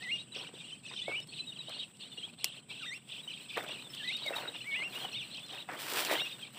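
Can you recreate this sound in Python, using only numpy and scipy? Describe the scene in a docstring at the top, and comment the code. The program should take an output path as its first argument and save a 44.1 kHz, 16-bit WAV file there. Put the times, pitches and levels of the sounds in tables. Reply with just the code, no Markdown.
"""A grassy field with wet soil: a far rumble, a thin insect hiss near 8 kHz and a flock of small birds.
The birds are gliding near-sines: hoarse overlapping warbles for the chatter, single notes and whistles on top.
Someone wades through weeds nearby: ringing grains squelch, bright grains rustle, noise bursts snap like stems,
damped pops thud, and there are rasps and runs of dry ticks. Weak echoes follow the birds.
A small microphone with a noise suppressor picks it up in mono."""
import sys
import numpy as np
from scipy import signal
from scipy.fft import rfft, irfft
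from scipy.io import wavfile
from scipy.ndimage import uniform_filter1d

SR = 44100
rng = np.random.default_rng(int(sys.argv[2]) if len(sys.argv) > 2 else 0)


def unload_audio(sound):
    """Save the sound as a 16-bit wav file, at the path given as the first command line argument."""
    columns = np.transpose(np.atleast_2d(sound))
    # keep every value between -1 and 1, then stretch to whole-number steps
    steps = np.round(np.clip(columns, -1, 1) * 32767)
    wavfile.write(sys.argv[1], SR, steps.astype(np.int16))


N = 290178   # length in samples

# All levels are set ahead of the suppressor and microphone.
# Far rumble and hiss, tone colour: (frequency [Hz], relative level [dB])
FIELD_COLOUR = [(20, -12), (85, -16), (125, 3.5), (250, -2), (500, -13.5), (1500, -25.5), (3000, -19),
                (5000, -29.5), (9500, -40.5), (12000, -43), (15700, -46)]
# Strides through the weeds: (peak time [s], build-up [s], dying time [s],
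# squelch level before trim [dB], leaves level before trim [dB])
STRIDES = [(0.375, 0.046, 0.27, -50.5, -67), (.92, 0.03, 0.04, -49.5, -85), (1.086, 0.01, .14, -46.5, -65),
           (1.702, 0.035, 0.17, -51.5, -70), (2.482, .05, 0.039, -67, -64),
           (3.573, 0.011, 0.084, -37.5, -55), (3.64, .05, 0.29, -49, -60.5),
           (3.953, 0.15, 0.048, -69, -55.5), (4.365, 0.21, 0.24, -42.5, -54), (4.812, 0.19, 0.18, -51, -72),
           (4.95, 0.13, .15, -52, -57.5), (5.036, 0.28, 0.13, -47.5, -57.5),
           (5.55, 0.087, 0.11, -49.5, -63), (5.695, 0.014, 0.15, -41, -64), (5.989, 0.23, 0.26, -41, -40.5),
           (6.119, 0.064, 0.11, -31, -43), (6.58, 0.054, .05, -53, -54.5)]
# Faint stirring between strides: (time [s], squelch before trim [dB], leaves before trim [dB])
STIRRING = [(0, -65.5, -76), (1.3, -69, -79), (1.9, -66, -74), (2.6, -64, -75.5), (3.5, -67, -67),
            (5.4, -62, -67), (6.3, -59, -62.5), (6.58, -66.5, -83)]
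# Filter laid over the ringing mud grains: (frequency [Hz], relative gain [dB])
SQUELCH_COLOUR = [(40, -62), (80, -42), (200, -5), (350, -0.5), (650, 0.5), (1200, -3), (2200, -5),
                  (5000, -23)]
# Filter laid over the brushing leaf grains: (frequency [Hz], relative gain [dB])
LEAF_COLOUR = [(60, -25), (300, 9), (1500, 11), (3000, 13), (5500, 6.5), (9000, 5.5), (12000, -3.5),
               (15500, 11.5)]
# Breaking stems: (time [s], peak level [dB])
STEM_SNAPS = [(0.3516, -49), (1.0834, -43), (1.2026, -35.5), (1.273, -38), (1.6944, -37), (1.9707, -41.5),
              (2.4436, -10.5), (3.573, -36), (3.687, -36), (3.9498, -32), (4.0894, -39), (4.169, -36),
              (4.263, -33), (4.362, -35), (4.9354, -52), (5.1199, -51), (5.8203, -37), (5.936, -21.5),
              (6.0496, -21), (6.4184, -45)]
# Boots in mud: (time [s], drive level [dB], pitch of the first pop [Hz])
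BOOT_THUDS = [(0.362, -36, 453), (0.538, -36.5, 404), (0.912, -41, 990), (1.081, -23, 600),
              (1.684, -37.5, 625), (2.182, -41.5, 404), (3.578, -22.5, 594), (3.663, -37.5, 674),
              (4.262, -32.5, 625), (4.306, -24, 567), (4.364, -29.5, 915), (5.047, -32, 780),
              (5.925, -30, 433), (5.999, -31, 601), (6.126, -20.5, 641)]
# Runs of dry even ticks: (start [s], end [s], period [ms], drive level before the band-pass [dB])
TICK_RUNS = [(5.349, 5.399, 23, -36), (5.464, 5.548, 20.5, -37), (5.715, 5.804, 20.7, -41)]
# A boot drags through coarse stems: (time [s], length [ms], opening level [dB], band centre, roughly [Hz])
BOOT_RASPS = [(3.568, 25, -41.5, 1270), (5.688, 60, -42, 1740)]
# Bursts of rough chatter: (time [s], length [s], opening level [dB], closing level [dB])
CHATTER_BURSTS = [(0.0, 0.051, -45.5, -53), (0.058, 0.16, -49.5, -48.5), (0.327, 0.15, -40, -51),
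                  (0.528, 0.19, -50, -51.5), (0.827, 0.2, -49.5, -47.5), (1.013, .19, -48.5, -50),
                  (1.296, 0.1, -48.5, -45), (1.5, 0.14, -58.5, -54), (1.624, 0.21, -49.5, -42.5),
                  (1.93, 0.065, -57.5, -59), (1.98, 0.2, -48.5, -56), (2.164, 0.16, -49.5, -56.5),
                  (2.376, 0.21, -47.5, -51), (2.679, .12, -44.5, -48.5), (2.794, 0.068, -43.5, -50),
                  (2.93, 0.032, -56, -55), (3.063, 0.14, -47, -47), (3.277, 0.21, -44.5, -57.5),
                  (3.474, 0.12, -44.5, -44), (3.65, .17, -43, -50.5), (3.914, 0.23, -46.5, -41.5),
                  (4.153, 0.12, -42.5, -46), (4.328, .155, -47, -48.5), (4.517, .14, -42.5, -53),
                  (4.695, .16, -44, -51.5), (4.899, 0.19, -48.5, -47), (5.104, 0.22, -46, -50),
                  (5.282, 0.13, -46, -48.5), (5.465, 0.16, -46, -49), (5.745, 0.094, -49.5, -48),
                  (5.955, 0.25, -47.5, -37.5), (6.231, 0.1, -41, -50.5), (6.382, 0.083, -50.5, -49),
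                  (6.531, .05, -54, -48)]
# Swing of the chatter's register; only its ratio to the mean counts: (time [s], frequency [Hz])
FLOCK_REGISTER = [(0, 3353), (1.2, 2952), (1.3, 3749), (2.1, 3398), (2.8, 2951), (3.7, 3050), (4.0, 3503),
                  (4.48, 3600), (4.56, 2951), (5.6, 3395), (5.75, 2900), (6.05, 3599), (6.58, 3000)]
# Shrill group near 5.5 kHz: (time [s], level against the rest of the chatter [dB])
SHRILL_SHARE = [(0, -15), (.5, -14), (1.0, -10), (1.25, -33), (3.5, -21.5), (5.0, -32), (6.58, -17.5)]
# Overtones of a bird's voice, before each voice's trim and the treble fade: (multiple [x], level [dB])
VOICE_OVERTONES = [(2, -20.5), (3, -21.5), (4, -20)]
# Short clear notes: (time [s], length [ms], start pitch [Hz], end pitch [Hz], level [dB])
CLEAR_NOTES = [(0.077, 37, 3250, 3100, -48), (0.175, 52, 3470, 3870, -45), (0.319, 15, 3920, 3850, -48),
               (0.46, 27, 2480, 3030, -50.5), (0.597, 22, 3680, 3640, -49), (0.709, 39, 2760, 3130, -47),
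               (0.74, 33, 2560, 2550, -54), (0.842, 34, 2610, 2600, -49.5), (0.905, 54, 3530, 3720, -50.5),
               (0.959, 20, 3190, 3020, -42), (0.969, 16, 3300, 3630, -39), (0.985, 24, 3060, 2800, -40.5),
               (1.005, 33, 2910, 3590, -40), (1.107, 26, 2680, 2600, -44), (1.21, 27, 3610, 3700, -51.5),
               (1.215, 35, 5300, 5320, -56), (1.285, 20, 4400, 4200, -52), (1.387, 36, 3940, 4030, -40),
               (1.403, 55, 2610, 2580, -51), (1.463, 52.5, 3850, 3560, -43), (1.518, 22, 2950, 2340, -46.5),
               (1.553, 29, 3250, 2160, -48), (1.583, 39, 3925, 3730, -40), (1.671, 23, 3600, 3800, -44),
               (1.783, 39, 3800, 3700, -41), (2.0, 35, 2370, 2800, -52.5), (2.1, 57, 3600, 3420, -54),
               (2.172, 23, 2740, 2910, -43), (2.222, 44, 2820, 3350, -41.5), (2.448, 28, 2710, 2850, -42.5),
               (2.561, 38, 2250, 2900, -52.5), (2.812, 39, 2825, 2650, -46.5), (2.828, 94, 3720, 3550, -45),
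               (3.129, 29.4, 2570, 2790, -45), (3.218, 67, 3830, 3700, -56), (3.273, 21.4, 2850, 3100, -41),
               (3.326, 32, 3070, 3240, -45), (3.6, 35, 3550, 3500, -50.5), (3.705, 23, 2800, 2840, -41),
               (3.723, 23, 3310, 3340, -47.5), (3.829, 64, 3590, 3440, -51.5), (3.89, 36, 5200, 5260, -51),
               (4.07, 36, 3950, 3480, -37), (4.124, 56, 3500, 3740, -38), (4.212, 48, 3850, 3730, -44.5),
               (4.25, 46, 2205, 1930, -41), (4.266, 31, 3790, 3810, -37), (4.329, 22, 2650, 2640, -42),
               (4.353, 22, 3520, 3840, -39), (4.379, 17, 3730, 3640, -40), (4.473, 23.5, 3850, 3720, -38.5),
               (4.602, 29, 2430, 2916, -43), (4.7, 72, 1870, 1640, -55), (4.947, 40, 2600, 2900, -42.5),
               (5.003, 61, 3140, 3260, -44.5), (5.044, 25, 3030, 3010, -41), (5.125, 14, 5850, 5100, -54),
               (5.151, 34, 2900, 2800, -44.5), (5.205, 21, 6100, 5100, -60), (5.342, 39, 2840, 3320, -46),
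               (5.416, 50, 3230, 3590, -51), (5.578, 50, 3450, 3910, -47), (6.178, 20, 2740, 3080, -42),
               (6.188, 46, 3050, 3790, -36.5), (6.255, 20, 2530, 2570, -43), (6.31, 49, 3710, 3570, -43.5),
               (6.421, 27, 3160, 3210, -43.5)]
# One bird repeats a thin falling note: (time [s], level [dB])
THIN_PEEPS = [(4.601, -56), (4.693, -58), (4.79, -58), (4.888, -56), (4.988, -51.5), (5.107, -49),
              (5.217, -54), (5.32, -53.5), (5.439, -55.5)]
# Rising whistles: (time [s]; lengths of opening, low note, leap, high note [ms];
# pitch at start, dip, low note, its sag, its end, high note [Hz];
# level [dB], opening and high note against it [dB], overtone trim [dB])
RISING_WHISTLES = [(0.005, 34.8, 68, 11, 48, 1847, 1830, 2080, 1900, 2194, 2867, -36.5, -15.5, 3.5, -7.5),
                   (1.025, 54.4, 73.2, 15, 42, 1900, 2050, 2240, 2180, 2370, 2986, -35, -24.5, -2.5, -11),
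                   (2.806, 62.4, 62, 22, 29.2, 1618, 1155, 2040, 1830, 2130, 2787, -41, -14.5, -6, 9),
                   (3.996, 55, 49.1, 31, 30, 1837, 1638, 1990, 1980, 2090, 2900, -37.5, -14.5, -5, 0),
                   (4.641, 36.5, 63.9, 29, 41, 1910, 2037, 2300, 2226, 2196, 2910, -33, -19.5, -7.5, -22),
                   (4.745, 25, 54, 20, 44, 1790, 1730, 2030, 2020, 2160, 2806, -35.5, -21, -3.5, -4),
                   (6.110, 40, 47.9, 13, 55, 1890, 1920, 2000, 2040, 2167, 2840, -41.5, -2, 2, 5)]
# One whistle sweeps up and glides down: (time [s], pitch [Hz], level [dB])
ARCHED_WHISTLE = [(5.126, 2690, -48), (5.135, 2512, -44.5), (5.154, 3470, -38.5), (5.171, 3760, -42),
                  (5.193, 3560, -41), (5.228, 2400, -45.5), (5.247, 2310, -58)]
# Reflections off the ground and the bank: (delay [s], level [dB])
ECHO_TAPS = [(.011, -18), (.023, -22), (0.042, -20.5), (.067, -32)]

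FIELD_DB = -57.5
INSECT_HZ, INSECT_WIDTH_HZ, INSECT_DB = 8100, 800, -60   # width is that of each of two resonators
STRIDE_RANGE_DB = 17.5   # fall over one build-up or dying time
SNAP_HZ = 4800
THUD_S = 0.037   # span over which the pops of a thud scatter
FLOCK_HZ = 3177
REGISTER_FOLLOWS = 0.6   # share of the register swing, in octaves, that the near birds follow
HOARSE, FAR_SHARE = 0.22, 0.3   # depth of the rattle; far birds against the near ones
BURST_RISE_S, BURST_FALL_S, LULL_DB = 0.026, 0.027, -60.5
NOTE_LINGERS = 0.85   # share of the sweep above its lower end at mid-note: notes dwell high
PEEP_MS, PEEP_START_HZ, PEEP_HZ, PEEP_END_HZ = 52, 4120, 4170, 3800
SLIDE_S = 0.02   # slide into a whistle's low note
CLOSING_SAG = 0.03   # the high note starts and ends this share flat
LOW_DB, LEAP_DB, CLOSING_DB = -7.5, -3, -8   # low note, middle of the leap, fade of the high note
MIC_DIP_HZ, MIC_DIP_WIDTH_HZ, MIC_DIP_SHARE = 6516, 920, 0.68
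MIC_LOW_HZ, CUTOFF_HZ = 94, 15800


def amp(db):
    """dB to gain."""
    return 10 ** (np.asarray(db) / 20)


def rms_one(x):
    """Scale to rms 1."""
    return x / np.sqrt(np.mean(x ** 2) + 1e-20)


def in_time(rows):
    """Draw each column of a breakpoint table as a curve over the whole scene."""
    s, *columns = np.transpose(rows)
    return [np.interp(np.arange(N) / SR, s, column) for column in columns]


def drift(rate, size=N):
    """Slow random wandering of spread about 1, with `rate` new targets a second."""
    knots = rng.standard_normal(int(size / SR * rate) + 3)
    return 1.2 * np.interp(np.arange(size) / SR * rate, np.arange(len(knots)), knots)


def coloured(x, spectrum):
    """Filter a signal by a drawn curve, straight in log frequency; rms 1."""
    hz, db = np.transpose(spectrum)
    bins = np.arange(N // 2 + 1) * SR / N + 1
    gain = amp(np.interp(np.log(bins), np.log(hz), db))
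    return rms_one(irfft(rfft(x) * gain, N))


def grains(per_s, spread_db, noise):
    """Random clicks of uneven size on a bed of noise."""
    sizes = amp(spread_db * np.minimum(rng.exponential(1, N), 4)) * rng.choice([-1, 1], N)
    clicks = sizes * (rng.random(N) < per_s / SR)
    return rms_one(clicks) + noise * rng.standard_normal(N)


def band(x, low_hz, high_hz):
    """Second-order band-pass."""
    return signal.sosfilt(signal.butter(2, [low_hz, high_hz], "band", fs=SR, output="sos"), x)


def add(out, s, sound):
    """Mix a sound in at a time."""
    at = round(s * SR)
    out[at:at + len(sound)] += sound[:N - at]


def peaks_db(floor_db, shapes):
    """The loudest of several straight-line level shapes (times, dB) over a floor."""
    t, level = np.arange(N) / SR, floor_db + np.zeros(N)
    for s, db in shapes:
        span = slice(*np.searchsorted(t, [s[0], s[-1]]))
        level[span] = np.maximum(level[span], np.interp(t[span], s, db))
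    return level


def field():
    """Far rumble and faint hiss: coloured noise whose level wanders."""
    return amp(FIELD_DB + 1.07 * drift(4.74)) * coloured(rng.standard_normal(N), FIELD_COLOUR)


def insects():
    """Many far insects merge into a narrow band of hiss: noise through two equal resonators."""
    radius = np.exp(-np.pi * INSECT_WIDTH_HZ / SR)
    angle = 2 * np.pi * INSECT_HZ / SR
    hiss = rng.standard_normal(N)
    for _ in range(2):
        hiss = signal.lfilter([1, 0, -1], [1, -2 * radius * np.cos(angle), radius ** 2], hiss)
    return amp(INSECT_DB + drift(11)) * rms_one(hiss)


def wading():
    """Mud sucks in low ringing grains, leaves and stems brush in bright ones."""
    levels = []
    for k, stir in enumerate(in_time(STIRRING)):
        shapes = []
        for s, rise, fall, *db in STRIDES:
            times = [s - 2 * rise, s, s + 2 * fall]
            shapes.append((times, db[k] - 2 * STRIDE_RANGE_DB * np.array([1, 0, 1])))
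        levels.append(peaks_db(stir, shapes))
    squelch_db, leaves_db = levels
    mud = 0
    for hz in np.geomspace(300, 2400, 10):   # each pocket of wet soil rings a few cycles
        mud = mud + signal.lfilter(*signal.iirpeak(hz, 7.0, fs=SR), grains(90, 3.33, noise=0.39))
    squelch = coloured(mud, SQUELCH_COLOUR) * amp(squelch_db - 0.5 + 2 * drift(70))
    brushing = coloured(grains(1500, 4.7, noise=1.0), LEAF_COLOUR)
    leaves = brushing * amp(leaves_db + 7.5 + 2.7 * drift(30))
    return squelch + leaves


def rasps():
    """Coarse grains that start abruptly and fade by 9 dB."""
    out, grit = np.zeros(N), grains(700, 4.6, noise=1.0)
    for s, ms, db, hz in BOOT_RASPS:
        fade_db = np.linspace(0, -9, round(ms * SR / 1000))
        piece = grit[round(s * SR):][:len(fade_db)]
        scratch = rms_one(band(piece, hz / 1.45, hz * 1.25))
        add(out, s, amp(db + fade_db) * signal.windows.tukey(len(fade_db), 0.04) * scratch)
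    return out


def ticks():
    """Each tick is a few milliseconds of decaying noise between about 3 and 6 kHz."""
    out, t = np.zeros(N), np.arange(round(0.004 * SR)) / SR
    for start, end, period_ms, db in TICK_RUNS:
        for s in np.arange(start, end, period_ms / 1000):
            add(out, s, amp(db) * rng.standard_normal(len(t)) * np.exp(-t / 0.0018))
    return band(out, 3000, 5900)


def thuds(count=8):
    """A boot presses into mud: one damped low pop, then weaker ones as the mud lets go."""
    out, t = np.zeros(N), np.arange(round(0.03 * SR)) / SR
    envelope = t / 0.0019 * np.exp(1 - t / 0.0013)
    for s, db, hz in BOOT_THUDS:
        for k, (late, pitch, size) in enumerate(rng.random((count, 3))):
            if k == 0:   # the first pop is on time, on pitch and at full level
                late, pitch, size = 0, 0.5, 0
            pop_hz = hz * 2 ** (0.8 * (pitch - 0.5))
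            pop = np.sin(2 * np.pi * pop_hz * t) * envelope
            add(out, s + (k + late) / count * THUD_S, amp(db - 2.3 * k - 20.0 * size) * pop)
    return band(out, 270, 4500)


def snaps():
    """A stem breaks: a burst of noise that dies in a few ms, with a short weak tail."""
    out, t = np.zeros(N), np.arange(round(0.05 * SR)) / SR
    decay = np.exp(-t / 0.00096) + 0.25 * np.exp(-t / 0.0067)
    for s, db in STEM_SNAPS:
        burst = rng.standard_normal(len(t)) * decay
        burst = band(burst, SNAP_HZ / 2, 2.01 * SNAP_HZ) + 0.55 * band(burst, 270, 0.45 * SR)
        add(out, s, amp(db) * burst / np.max(np.abs(burst)))
    return out


def syrinx(pitch, overtone_db):
    """A bird's voice: a sine of rms 1 plus overtones that fade towards the treble."""
    phase = 2 * np.pi * np.cumsum(pitch) / SR
    voice = np.sin(phase)
    for multiple, db in VOICE_OVERTONES:
        treble_fade = 1 + (multiple * pitch / 8000) ** 6
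        voice = voice + amp(db + overtone_db) / treble_fade * np.sin(round(multiple) * phase)
    return np.sqrt(2) * voice


def warblers(centre_hz, count):
    """Several hoarse birds at once, each warbling in steep arches of about 10 ms, broken into syllables."""
    flock = 0
    for register in np.linspace(-0.25, 0.32, count):   # octaves from the centre
        octaves = register + 0.08 * drift(18) + 0.17 * uniform_filter1d(drift(150), size=130)
        octaves = 0.6 * np.tanh(octaves / 0.6)   # soft limit on the range
        syllables = amp(9 * np.clip(drift(80), -3, 1.2))
        rattle = 1 + HOARSE * drift(450)   # uneven vibration smears the tone
        voice = syrinx(centre_hz * 2 ** octaves, overtone_db=1.5)
        flock = flock + amp(-14 * register) * syllables * rattle * voice   # higher birds are softer
    return rms_one(flock)


def chatter():
    """The near warblers, a shrill group above them and far birds, swelling together."""
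    register, = in_time(FLOCK_REGISTER)
    centre_hz = FLOCK_HZ * (register / register.mean()) ** REGISTER_FOLLOWS
    flock = band(warblers(centre_hz, count=6), 2530, 5080)
    # the flock as a whole keeps its level
    evened = flock / np.sqrt(uniform_filter1d(flock ** 2, size=2000) + 1.4)
    far = rms_one(band(rng.standard_normal(N), 2370, 4100))   # far birds blur into a rasp
    shrill = amp(in_time(SHRILL_SHARE)[0]) * band(warblers(5400, count=3), 4150, 8100)
    bursts = []
    for s, length, opening, closing in CHATTER_BURSTS:
        times = [s, s + BURST_RISE_S, s + length, s + length + BURST_FALL_S]
        bursts.append((times, [LULL_DB, opening, closing, LULL_DB]))
    birds = rms_one(rms_one(evened) + FAR_SHARE * far) + shrill
    return amp(peaks_db(LULL_DB, bursts)) * birds


def note(ms, start, middle, end, waver, overtone_db):
    """One short note: the pitch bends along a parabola through three points and wavers."""
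    u = np.linspace(0, 1, max(round(ms * SR / 1000), 8))
    pitch = start * (1 - u) * (1 - 2 * u) + 4 * middle * u * (1 - u) + end * u * (2 * u - 1)
    pitch = pitch * (1 + waver * drift(141, size=len(u)))
    tremble = 1 + 0.32 * drift(187, size=len(u))
    return tremble * signal.windows.tukey(len(u), 0.7) * syrinx(pitch, overtone_db)


def notes():
    """The notes that stand out of the chatter: bent clear notes and thin falling peeps."""
    out = np.zeros(N)
    for s, ms, start, end, db in CLEAR_NOTES:
        middle = min(start, end) + NOTE_LINGERS * abs(end - start)
        add(out, s, amp(db) * note(ms, start, middle, end, waver=0.0084, overtone_db=-2.5))
    for s, db in THIN_PEEPS:
        peep = note(PEEP_MS, PEEP_START_HZ, PEEP_HZ, PEEP_END_HZ, waver=0.0043, overtone_db=-10)
        add(out, s, amp(db) * peep)
    return out


def whistle(s, hz, db, overtone_db):
    """A glide through points of pitch and level, pitch corners rounded; returns its start and sound."""
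    t = np.arange(s[0], s[-1], 1 / SR)
    pitch = uniform_filter1d(np.interp(t, s, hz), size=250, mode="nearest")
    level = amp(np.interp(t, s, db)) * signal.windows.tukey(len(t), 0.06)
    return t[0], level * syrinx(pitch, overtone_db)


def whistles():
    """An opening that glides to the low note, a sag and lift, a leap, and a high note that droops."""
    out = np.zeros(N)
    for start, *row in RISING_WHISTLES:
        settle, before, after, end = start + np.cumsum(row[:4]) / 1000   # before and after the leap
        opening, dip, low, sag, lifted, high, db, opening_db, high_db, overtone_db = row[4:]
        s = [start, settle - SLIDE_S, settle, (settle + before) / 2, before,
             (before + after) / 2, after, (after + end) / 2, end]
        drooped = high * (1 - CLOSING_SAG)
        hz = [opening, dip, low, sag, lifted, (lifted + drooped) / 2, drooped, high, drooped]
        level = [opening_db, opening_db, LOW_DB, LOW_DB, 0, LEAP_DB, high_db, high_db, high_db + CLOSING_DB]
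        add(out, *whistle(s, hz, db + np.array(level), overtone_db))
    add(out, *whistle(*np.transpose(ARCHED_WHISTLE), overtone_db=-14))
    return out


def outdoors(x):
    """Add a few weak, delayed copies as echoes."""
    out = x.copy()
    for s, db in ECHO_TAPS:
        add(out, s, amp(db) * x)
    return out


def suppressor(x, knee_db=-55, depth_db=8):
    """When the mid band falls quiet, all above the bass is turned down."""
    power = uniform_filter1d(band(x, 1160, 5000) ** 2, size=900)
    quiet = np.clip((knee_db - 10 * np.log10(power + 1e-12)) / 5.7, 0, 1)
    bass = signal.sosfiltfilt(signal.butter(2, 300, fs=SR, output="sos"), x)
    return bass + (x - bass) * amp(-depth_db * uniform_filter1d(quiet, size=600))


def scene():
    """Field and insects, the wader, and the birds with their echoes, as one channel."""
    background = field() + insects()
    wader = wading() + rasps() + ticks() + thuds() + snaps()
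    birds = outdoors(chatter() + notes() + whistles())
    return (background + wader + birds)[None]


def record(dry):
    """The microphone dips below the insect band and thins the deep bass; suppressor, then a steep top cut."""
    dip = signal.lfilter(*signal.iirpeak(MIC_DIP_HZ, MIC_DIP_HZ / MIC_DIP_WIDTH_HZ, fs=SR), dry)
    low_cut = signal.butter(1, MIC_LOW_HZ, "high", fs=SR, output="sos")
    heard = signal.sosfilt(low_cut, dry - MIC_DIP_SHARE * dip)
    top_cut = signal.cheby2(16, 60, CUTOFF_HZ, fs=SR, output="sos")
    return signal.sosfilt(top_cut, suppressor(heard))


dry = scene()
out = record(dry)
unload_audio(out)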